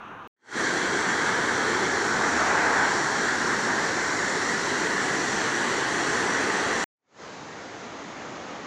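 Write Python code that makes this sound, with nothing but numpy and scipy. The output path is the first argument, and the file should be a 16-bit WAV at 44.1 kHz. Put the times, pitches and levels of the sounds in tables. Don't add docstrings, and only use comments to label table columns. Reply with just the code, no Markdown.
import sys
import numpy as np
from scipy import signal
from scipy.io import wavfile
from scipy.ndimage import map_coordinates

SR = 44100
rng = np.random.default_rng(int(sys.argv[2]) if len(sys.argv) > 2 else 0)


def generate_wav(sig):
    pcm = np.round(np.clip(np.atleast_2d(sig).T, -1, 1) * 32767).astype(np.int16)
    wavfile.write(sys.argv[1], SR, pcm)


N = 381906

FRAME, HOP = 2048, 512
HZ = np.arange(FRAME // 2 + 1)[:, None] * SR / FRAME + 1e-3
T = np.arange(-(-N // HOP) + 1) * HOP / SR


def undb(db):
    return 10 ** (np.asarray(db) / 20)


def steps(table):
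    start_s, end_s, *changes = np.transpose(table)
    done = np.clip((T[:, None] - start_s) / (end_s - start_s), 0, 1)
    eased = (1 - np.cos(np.pi * done)) / 2
    return [eased @ change for change in changes]


def colour(points):
    hz, level_db = np.transpose(points)
    level_db = np.interp(np.log(HZ), np.log(hz), level_db)
    mean_power = np.mean(undb(2 * level_db))
    return level_db - 10 * np.log10(mean_power)


def bell(hz, width_hz):
    return np.exp(-((HZ - hz) / width_hz * 2) ** 2)


def churn(rate, octaves):
    band = np.log2(np.maximum(HZ, 20) / 20) / octaves + 0 * T
    moment = T * rate + 0 * HZ
    grid = rng.standard_normal((int(band.max()) + 2, int(T[-1] * rate) + 2))
    return map_coordinates(grid, [band, moment], order=1, mode="nearest")


def gurgle(low_db, high_db):
    depth_db = np.interp(np.log(HZ), np.log([1500, 4000]), [low_db, high_db])
    return depth_db * churn(rate=20, octaves=.07)


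def bubbles(scatter_db):
    clicks = rng.standard_normal(N) * undb(scatter_db * rng.exponential(size=N))
    return clicks / clicks.std()


def shape(sound, level_db):
    spectrum = signal.stft(sound, nperseg=FRAME, noverlap=FRAME - HOP)[2]
    coloured = spectrum * undb(level_db + 0 * T)
    return signal.istft(coloured, nperseg=FRAME, noverlap=FRAME - HOP)[1][:N]


def span(start_s, full_s, cut_s, depth_db, bend):
    t = np.arange(N) / SR
    fade_db = depth_db * np.interp(t, [start_s, full_s], [1, 0]) ** bend
    return undb(fade_db) * (t >= start_s) * (t < cut_s)


def street():
    # hz, relative level_db (per Hz)
    hum_colour = [(10, -60), (25, -20), (60, -13), (300, -7), (600, -9), (1170, 0), (1650, -6), (2000, -18),
                  (2690, -17), (3900, -28), (4900, -43), (6200, -33), (7700, -50), (15000, -56)]
    hum_db = -41
    level_db = colour(hum_colour) + hum_db + 1.5 * churn(rate=12, octaves=.7)
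    return shape(rng.standard_normal(N), level_db)


def weir():
    # hz, relative level_db (per Hz)
    weir_colour = [(10, -60), (22, -24), (53, -22), (91, -9), (280, 0), (1100, -4.5), (2050, -9),
                   (2600, -15), (5500, -20), (6600, -17), (7500, -26), (8500, -45), (10000, -54),
                   (15000, -60)]
    middle_s, middle_db = 7.75, -39
    swell_db_per_s, spray_fade_db_per_s = 2.2, 2.8
    since_s = T - middle_s
    roar_db = middle_db + swell_db_per_s * since_s
    spray_db = -spray_fade_db_per_s * since_s / (1 + (4000 / HZ) ** 4)
    level_db = colour(weir_colour) + roar_db + spray_db
    level_db = level_db + .5 * churn(rate=4, octaves=.6) + gurgle(low_db=1.8, high_db=1.2)
    return shape(rng.standard_normal(N), level_db)


def passing(closest_s, peak_db, spread_s):
    power = undb(2 * peak_db) / (1 + ((T[:, None] - closest_s) / spread_s) ** 2)
    return 10 * np.log10(power.sum(axis=1))


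def tyres(level_db):
    # hz, relative level_db (per Hz)
    tyre_colour = [(150, -30), (480, -8), (650, -5), (880, 0), (1250, -4), (1600, 1.5), (2100, -11),
                   (2800, -21), (6000, -50), (12000, -90)]
    flutter_db = 2.2 * churn(rate=12, octaves=.5)
    return shape(rng.standard_normal(N), colour(tyre_colour) + level_db + flutter_db)


def engine(level_db):
    firing_hz = 82
    waver_hz, waver_db = 2.5 * rng.standard_normal((2, len(T) // 8 + 1))
    t, knots_s = np.arange(N) / SR, np.linspace(0, T[-1], len(waver_hz))
    phase = 2 * np.pi * np.cumsum(firing_hz + np.interp(t, knots_s, waver_hz)) / SR
    tone_db = np.interp(t, T, level_db) + np.interp(t, knots_s, waver_db)
    return np.sqrt(2) * undb(tone_db) * np.sin(phase)


def cars():
    # closest_s, tyre_db, engine_db, spread_s (time to travel their distance from the phone)
    car_passes = [(1.4, -34.5, -72, .3), (2.63, -24.5, -52, .27), (3.7, -35, -66, .4), (6.4, -31, -62, .45)]
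    engine_lead_s, engine_widening = .2, 1.5
    closest_s, tyre_db, engine_db, spread_s = np.transpose(car_passes)
    tyre_level_db = passing(closest_s, tyre_db, spread_s)
    engine_level_db = passing(closest_s - engine_lead_s, engine_db, spread_s * engine_widening)
    return tyres(tyre_level_db) + engine(engine_level_db)


def phone():
    # hz, width_hz, level_db, tilt_db and turn_db (added per unit of tilt and of turn)
    resonances = [(1600, 450, 5.5, -2.5, -4), (1850, 400, 1, 1, 2), (2250, 300, 2, -3, -2),
                  (2750, 700, -1, -1, 4.5), (3280, 450, 6, -5, -1), (4250, 900, 4, .6, 0),
                  (5050, 450, -2.5, 2.5, 0), (5420, 350, 0, 4.5, -1), (5800, 600, 6, .5, .5),
                  (6400, 500, 3, 0, 1), (6750, 350, -1.5, 4.5, 0), (7200, 700, 3.5, 1, 0),
                  (8900, 900, 3, -1.5, 2), (12100, 600, 3.5, 0, 0), (13700, 600, 4, 0, 0)]
    # start_s, end_s, change of tilt, change of turn (both start at 0)
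    hand_moves = [(1.6, 2.1, .65, 0), (2.8, 4.0, .3, 0), (4.0, 4.9, -.35, .7), (4.9, 6.0, -.55, .4),
                  (6.5, 6.9, .3, 0)]
    tilt, turn = steps(hand_moves)
    return sum(bell(hz, width_hz) * (level_db + tilt_db * tilt + turn_db * turn)
               for hz, width_hz, level_db, tilt_db, turn_db in resonances)


def rapids():
    # hz, relative level_db (per Hz)
    water_colour = [(10, -30), (21, -17), (43, -40), (90, -11), (300, 0), (420, 1), (590, -8.5), (850, -4),
                    (1300, -4.5), (2000, -4), (2500, -17), (7700, -19), (8200, -26), (15000, -60)]
    water_db = -27.2
    surge_db = .4 * churn(rate=3, octaves=.5) + .5 * churn(rate=14, octaves=1.2)
    level_db = colour(water_colour) + water_db + phone() + surge_db + gurgle(low_db=2.4, high_db=1.3)
    return shape(bubbles(scatter_db=1.2), level_db)


def scene():
    mono = street() * span(start_s=-1, full_s=0, cut_s=.2747, depth_db=0, bend=1)
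    bridge = rapids() + cars()
    mono = mono + bridge * span(start_s=.365, full_s=.6, cut_s=6.8414, depth_db=-66, bend=1.5)
    mono = mono + weir() * span(start_s=6.95, full_s=7.24, cut_s=9, depth_db=-70, bend=1.35)
    return np.array([mono, mono])


def record(dry):
    top_hz = 15400
    return signal.sosfilt(signal.ellip(12, .2, 70, top_hz, fs=SR, output="sos"), dry)


dry = scene()
out = record(dry)
generate_wav(out)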